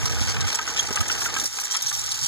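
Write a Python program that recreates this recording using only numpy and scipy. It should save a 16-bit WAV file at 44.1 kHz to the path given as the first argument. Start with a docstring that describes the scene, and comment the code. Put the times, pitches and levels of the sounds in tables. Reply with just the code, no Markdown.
"""A steel chain harrow is dragged over dry grass: its links jingle all the time, snatch into short clashes and
squeal once, while the heavy bars clank dully and the tines scrape the turf. Two dull knocks sound, and wind
puffs on the two ports of a microphone. Links and bars are flurries of random contacts that ring fading tones;
scraping and rustling are grainy coloured noise; the squeal is a wavering tone with its octave; the knocks are a
few fading sines; the wind is low noise pushing the ports opposite ways."""
import sys
import numpy as np
from scipy import signal
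from scipy.fft import rfft, irfft, next_fast_len
from scipy.io import wavfile
from scipy.ndimage import map_coordinates

SR = 44100
rng = np.random.default_rng(int(sys.argv[2]) if len(sys.argv) > 2 else 0)


def transcribe(u):
    """Save the signal u as a 16-bit wav file named by the first command-line argument.

    u: samples, shape (n,) or (channels, n), limited to [-1, 1]; the rate is SR.
    q: integer samples, one column per channel.
    """
    v = np.clip(np.atleast_2d(u).T, -1, 1)
    q = np.round(v * 32767).astype(np.int16)
    wavfile.write(sys.argv[1], SR, q)


N = 100459  # length in samples

# how hard the harrow drags on the ground [t/s, level/dB]
DRAG_LEVEL = [(0, -34), (.52, -35), (.6, -37.5), (.8, -34), (1.1, -35), (1.44, -35), (1.49, -46),
              (1.56, -41), (2.28, -42)]


def amp(db):
    """Turn decibels into a gain."""
    return 10 ** (np.asarray(db) / 20)


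def unit(x):
    """Scale x to an rms (average strength) of 1."""
    return x / np.sqrt(np.mean(x ** 2) + 1e-20)


def along(points, hz):
    """Read a curve of (f/Hz, value) points at the frequencies hz, on a log axis."""
    f, value = np.transpose(points)
    return np.interp(np.log(hz + 1), np.log(f + 1), value)


def curves(rows):
    """Draw each column after the time as a curve with one value per sample."""
    times, *columns = np.transpose(rows)
    return [np.interp(np.arange(N) / SR, times, column) for column in columns]


def wobble(rate):
    """A smooth random curve with rate random points a second."""
    points = rng.standard_normal(int(N * rate / SR) + 4)
    return map_coordinates(points, [np.arange(N) * rate / SR])


def filtered(x, response):
    """Multiply the spectrum of x by a response, given as a function of frequency."""
    n = x.shape[-1]
    m = next_fast_len(n + n // 4)
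    return irfft(rfft(x, m) * response(np.fft.rfftfreq(m, 1 / SR)), m)[..., :n]


def coloured(x, spectrum):
    """Shape x by a spectrum of (f/Hz, level/dB) points and scale it to rms 1."""
    return unit(filtered(x, lambda hz: amp(along(spectrum, hz))))


def add(track, s, sound):
    """Mix a sound into the track, starting at s seconds."""
    i = max(0, round(s * SR))
    part = track[..., i:i + sound.shape[-1]]
    part += sound[..., :part.shape[-1]]


def tilt(hz, slope_db):
    """Gain that changes by slope_db per octave from 1.5 to 12 kHz and is 1 at 5 kHz."""
    return amp(slope_db * np.log2(np.clip(hz, 1500, 12000) / 5000))


def scattered(rate):
    """Random moments, rate of them a second, loosely spread over the whole sound."""
    slots = np.arange(int(rate * N / SR))
    return np.clip((slots + rng.uniform(-1, 2, len(slots))) / rate, 0, (N - 1) / SR)


def chance_gain():
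    """The random strength of one small contact, within a bounded range."""
    spread_db = 5.5
    return amp(spread_db * rng.uniform(-0.99, 1))


def grit(spectrum, rough_db, rate):
    """Rubbing: noise at both ports whose strength wobbles quickly together, making it grainy."""
    noise = rng.standard_normal((2, N)) * amp(rough_db * wobble(rate))
    return coloured(noise, spectrum)


def rattle(length, modes, scatter, crack_db, colour, first_db, slope_db=0, pitch=1, size=4096):
    """A flurry of contacts rings one piece of steel at both ports, near rms 1 while it lasts."""
    contacts_per_s, contact_spread_db = 1500, 1.5
    swell_s, release_s, crack_s = 0.000916, 0.0033, 0.00604  # build-up, dying away, t60 of the bare crack
    mode_spread_db = 3  # chance in how strongly each tone rings
    t = np.arange(size) / SR
    short = t[:size // 2]

    # one contact: fading tones with a random starting phase at each port, plus a crack of noise
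    hz, db, t60 = np.transpose(modes)[:, :, None]
    hz = hz * pitch * (1 + scatter * rng.standard_normal(hz.shape))
    strength = amp(db + mode_spread_db * rng.standard_normal(db.shape))
    fading = strength * np.exp((2j * np.pi * hz - np.log(1000) / t60) * short)
    ring = (np.exp(2j * np.pi * rng.random((2, len(hz)))) @ fading).real
    crack = rng.standard_normal(ring.shape) * np.exp(-np.log(1000) * short / crack_s)
    contact = unit(ring) + amp(crack_db) * unit(crack)

    # when the contacts fall: a first touch at once, then random ones that swell and die away
    touches = rng.random(size) < contacts_per_s / SR
    touches = touches * amp(contact_spread_db * rng.standard_normal(size)) * rng.choice([-1, 1], size)
    touches *= (1 - np.exp(-t / swell_s)) * np.exp(-np.maximum(t - length, 0) / release_s)
    touches[0] = amp(first_db)

    sound = signal.fftconvolve(touches[None], contact, axes=1)[:, :size]
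    sound = np.pad(sound, ((0, 0), (32, 0)))  # room for the filter to spread backwards
    sound = filtered(sound, lambda f: amp(along(colour, f)) * tilt(f, slope_db))
    return unit(sound) * np.sqrt((length + release_s) * SR / size)


def wind():
    """Low buffeting that pushes the two ports opposite ways, with short puffs and small eddies."""
    # steady wind [t/s, level/dB]
    steady = [(0, -30), (.46, -28), (.55, -50), (.9, -42), (1.44, -42), (1.52, -52.5), (1.8, -59),
              (1.96, -43), (2.28, -46)]
    # puffs [t/s, length/s, level/dB]
    puffs = [(.022, 0.044, -25), (.205, 0.029, -26), (.272, 0.026, -41.5), (.81, 0.063, -42.5),
             (.982, 0.056, -26.5), (1.23, 0.0286, -28), (1.815, 0.0733, -43.5), (2.205, 0.059, -36.5)]
    # colour of the buffeting [f/Hz, level/dB]
    rumble = [(20, -42), (40, -17), (62, 2.5), (90, 0), (130, -5), (200, -12), (400, -31)]
    rumble_top_hz, eddy_db = 364, -16  # soft upper edge; each port's own eddies

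    strength = amp(curves(steady)[0])
    for s, length, db in puffs:
        add(strength, s, amp(db) * np.hanning(int(length * SR)))
    push = np.tanh(coloured(rng.standard_normal(N), rumble)) * np.array([[1], [-1]])
    eddies = amp(eddy_db) * coloured(rng.standard_normal((2, N)), rumble)
    buffeting = filtered(push + eddies, lambda hz: 1 / (1 + (hz / rumble_top_hz) ** 4))
    return strength * unit(buffeting)


def knock():
    """Two dull knocks: a few quickly fading sines with a softly rounded start."""
    # what the knocks ring with [f/Hz, level/dB, t60/s]
    tones = [(250, -1.5, 0.02), (416, -2, 0.0246), (796, 4.5, 0.00545), (1340, -10, .008)]
    # the knocks [t/s, level/dB, brightness/dB per octave]
    blows = [(0.21, -21, -13.5), (0.9085, -19, 1.5)]
    attack_s = 0.0006  # a soft start rounds each blow

    out, t = np.zeros((2, N)), np.arange(SR // 10) / SR
    lowest_hz = tones[0][0]
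    for s, level, slope_db in blows:
        thud = np.zeros(len(t))
        for hz, db, t60 in tones:
            gain = amp(level + db + slope_db * np.log2(hz / lowest_hz))
            thud += gain * np.exp(-np.log(1000) * t / t60) * np.sin(2 * np.pi * hz * t)
        add(out, s, thud * (1 - np.exp(-t / attack_s)))
    return out


def squeals():
    """Steel sticks and slips on steel for an instant: a wavering tone and its octave."""
    # the squeals [t/s, length/s, f/Hz, level/dB]
    slips = [(0.79, 0.014, 3257, -13.5)]
    octave_db, waver = -4, 0.007  # octave against the tone; share by which the pitch wavers

    out = np.zeros((2, N))
    for s, length, hz, db in slips:
        n = int(length * SR)
        pitch_hz = hz * (1 + waver * wobble(534)[:n])
        phase = 2 * np.pi * (np.cumsum(pitch_hz) / SR + rng.random((2, 1)))
        swell = np.sin(np.pi * np.arange(n) / n)  # rises and falls once
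        add(out, s, amp(db) * swell * (np.sin(phase) + amp(octave_db) * np.sin(2 * phase)))
    return out


def tines():
    """The tines scrape through the frame's resonances and rustle the turf, as the drag rises and falls."""
    # colour of the scrape, with the frame's resonances [f/Hz, level/dB]
    scrape_colour = [(250, -17.5), (700, -13.5), (800, 8.5), (930, 4), (1080, -7), (1230, 7), (1380, -3),
                     (1530, 0.5), (2000, 2), (3000, -2), (6000, -39)]
    # colour of the rustling turf [f/Hz, level/dB]
    turf_colour = [(60, 5.5), (150, -5), (300, 1), (400, -0.5), (455, 5.5), (520, -1), (700, 0),
                   (3000, -24)]
    scrape_db = -4  # against the drag
    turf_db, turf_grows = -45.5, 1.68  # level at average drag; the rustle swings wider than the drag

    drag_db, = curves(DRAG_LEVEL)
    scrape = amp(drag_db + scrape_db) * grit(scrape_colour, rough_db=0, rate=180)
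    rustle_db = turf_db + turf_grows * (drag_db - drag_db.mean())
    return scrape + amp(rustle_db) * grit(turf_colour, rough_db=2.0, rate=120)


def bars():
    """Heavy bars knock in single clanks, over a clatter that follows the drag; the grass damps them."""
    # single clanks [t/s, level/dB, f/Hz]
    knocks_of_bars = [(0.195, -30, 1430), (0.366, -26, 1361), (0.415, -29.5, 1552), (0.589, -20.5, 1650),
                      (0.676, -26, 1520), (.693, -34.5, 1532), (.972, -21, 1442), (1.007, -26.5, 1518),
                      (1.099, -21, 1513), (1.151, -30, 1417), (1.219, -28, 1455), (1.257, -23, 1674),
                      (1.364, -22, 1559), (1.586, -28.5, 1475), (1.748, -25.5, 1570), (1.755, -24.5, 1880),
                      (1.914, -28.5, 1475), (2.079, -32.5, 1545)]
    # what a bar rings with [f/Hz, level/dB, t60/s]
    bar_tones = [(823.6, -2, 0.0381), (1245, -1, 0.0867), (1515.7, 4.5, 0.0343), (1710, 2.5, 0.0191),
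                 (2069, -11.5, 0.023)]
    # colour of the bars [f/Hz, level/dB]
    bar_colour = [(200, -34.5), (660, -13), (830, -1.5), (1800, 2), (3000, 7.5), (5000, -19.5),
                  (10000, -34.5)]
    bar_hz = 1520  # a clank at this pitch rings the tones unshifted
    clank_s, scatter, crack_db, first_db = 0.00204, 0.0268, 4, 7  # scatter: random share of pitch
    clanks_per_s, clatter_db = 120, -3  # small clanks; their level against the drag

    def clank(pitch=1):
        """One bar struck by a short flurry of contacts."""
        return rattle(clank_s, bar_tones, scatter, crack_db, bar_colour, first_db, pitch=pitch)

    clanks, clatter = np.zeros((2, 2, N))
    for s, db, hz in knocks_of_bars:
        add(clanks, s, amp(db) * clank(hz / bar_hz))
    for s in scattered(clanks_per_s):
        add(clatter, s, chance_gain() * clank())
    return clanks + amp(curves(DRAG_LEVEL)[0] + clatter_db) * unit(clatter)


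def links():
    """Links snatch together in loud clashes, over the small jingles and sliding hiss of the whole mat."""
    # clashes [t/s, length/s, level/dB, brightness/dB per octave]
    snatches = [(0.055, 0.005, -18.5, -1.5), (0.211, 0.0147, -28.5, -6), (0.277, 0.043, -26, -3.5),
                (0.406, 0.0062, -23, -2), (0.47, 0.0196, -26.5, -4.5), (0.526, 0.00375, -26, -1),
                (0.544, 0.0028, -20.5, -3.5), (0.549, 0.0073, -21.5, 1.5), (0.674, 0.0404, -28.5, -4),
                (0.762, 0.0333, -24.5, -5.5), (0.796, 0.0106, -28, 3), (0.827, 0.0029, -26, -2),
                (0.926, 0.0056, -25.5, 3), (0.957, 0.004, -21.5, 0), (1.005, 0.0079, -24, -1.5),
                (1.08, 0.003, -21, 4), (1.11, 0.0161, -23.5, 0.5), (1.203, 0.022, -28.5, 6),
                (1.24, 0.026, -28, 9), (1.366, 0.0176, -31, 2), (1.398, 0.00208, -19.5, 2),
                (1.436, 0.0058, -27.5, 4.5), (1.456, 0.00407, -20, 5.5), (1.602, 0.0144, -29.5, 14.5),
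                (1.645, 0.012, -27.5, 9.5), (1.709, 0.024, -24.5, 3.5), (1.738, 0.0148, -23.5, -1.5),
                (1.764, 0.0042, -20, 5), (1.819, 0.006, -23, 10), (1.862, 0.0139, -24, 0.5),
                (1.878, 0.0217, -25.5, 4), (1.927, 0.0302, -26.5, -0.5), (1.984, 0.0093, -27, 2),
                (2.113, 0.008, -23, 1), (2.223, 0.0317, -26.5, 3.5), (2.26, 0.0037, -23.5, 6.5)]
    # what a link rings with [f/Hz, level/dB, t60/s]
    link_tones = [(3237.7, -0.5, 0.0331), (3901, -7, 0.0407), (5374, -3, 0.0706), (5675, 7.5, 0.0173),
                  (6131, -4.5, 0.0225), (6816, 2, 0.0271), (7934.5, -1, 0.0634), (8381, 4, 0.036)]
    # colour of the steel [f/Hz, level/dB]
    steel = [(500, -60), (900, -6.5), (1900, -8), (2700, -1.5), (4200, 0), (6000, 4), (7000, 1.5),
             (8400, -3), (9600, -11.5), (13500, -12), (15500, -23.5)]
    # the mat's own jingle [t/s, level/dB, brightness/dB per octave]
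    mat_jingle = [(0, -32, -1), (.3, -31, -1.5), (.43, -37, -5.5), (.5, -29, -5.5), (.63, -35, -4),
                  (.8, -33, 0), (1.06, -32, -3.5), (1.23, -28.5, 4), (1.31, -32.5, -6.5), (1.44, -29, 7.5),
                  (1.505, -35, 1.5), (1.6, -30, 3), (1.68, -32, -3), (1.8, -32.5, -3.5), (1.95, -29.5, 5),
                  (2.08, -30.5, 1), (2.28, -29, 1.5)]
    scatter, crack_db = 0.0152, 4.5  # random share of pitch; bare contact over the ring
    clash_first_db, jingle_first_db = 3, 6  # gain of the opening contact
    jingles_per_s, jingle_s = 200, 0.00143
    jingle_db, hiss_db = -0.5, -4.5  # both against the mat's level

    def clash(length, first_db, slope_db):
        """One link rung by a flurry of contacts."""
        return rattle(length, link_tones, scatter, crack_db, steel, first_db, slope_db)

    clashes, mat = np.zeros((2, 2, N))
    for s, length, db, slope_db in snatches:
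        add(clashes, s, amp(db) * clash(length, clash_first_db, slope_db))
    level_db, bright_db = curves(mat_jingle)
    for s in scattered(jingles_per_s):
        slope_db = bright_db[int(s * SR)] + rng.normal(0, 0.74)
        add(mat, s, chance_gain() * clash(jingle_s, jingle_first_db, slope_db))
    hiss = grit(steel, rough_db=1, rate=420)
    return clashes + amp(level_db) * (amp(jingle_db) * unit(mat) + amp(hiss_db) * hiss)


def microphone(pair, from_afar):
    """Each port has a delayed copy of the other taken off to widen the image; the result is equalised flat."""
    # likeness of the second port to the first, held within 0-1 [f/Hz, share]
    likeness = [(600, 1.5), (1400, -0.774), (2500, 0.5641), (4000, 0)]
    # level of the second port against the first [f/Hz, level/dB]
    shading = [(500, 3.5), (2000, -4), (4000, -7.5), (7000, -4), (14000, 8)]
    lead_s, cross_delay_s, crossfeed = 0.0001236, 0.000363, 0.975  # second port leads; delay and gain of the copy

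    m = next_fast_len(N + SR // 10)
    hz = np.fft.rfftfreq(m, 1 / SR)
    first, own = rfft(pair, m)
    alike = np.clip(along(likeness, hz), 0, 1) * from_afar  # near sounds share nothing
    shade = amp(along(shading, hz))
    # the second port hears part of the first port's sound and part of its own
    shared = shade * alike * np.exp(2j * np.pi * hz * lead_s)
    apart = shade * np.sqrt(1 - alike ** 2)
    cross = crossfeed * np.exp(-2j * np.pi * hz * cross_delay_s)
    from_first = np.array([1 - cross * shared, shared - cross])
    from_own = np.array([-cross * apart, apart])
    power = np.mean(abs(from_first) ** 2 + abs(from_own) ** 2, axis=0)
    return irfft((from_first * first + from_own * own) / np.sqrt(power + 1e-9), m)[:, :N]


def scene():
    """The harrow and the knocks reach both ports alike, and the wind pushes right at the ports."""
    afar = links() + bars() + tines() + squeals() + knock()
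    return microphone(afar, True) + microphone(wind(), False)


def record(dry):
    """The two channels differ a little in level with frequency; nothing is kept above the band limit."""
    # right channel over left [f/Hz, level/dB]
    right_over_left = [(200, 2.5), (1500, 0), (2750, -1), (5500, 2), (8200, 1.7), (11000, -0.5)]
    top_hz = 15600
    halves = np.array([[-.5], [.5]])  # left gets half the difference down, right half up
    return filtered(dry, lambda hz: amp(along(right_over_left, hz) * halves) * (hz < top_hz))


dry = scene()
out = record(dry)
transcribe(out)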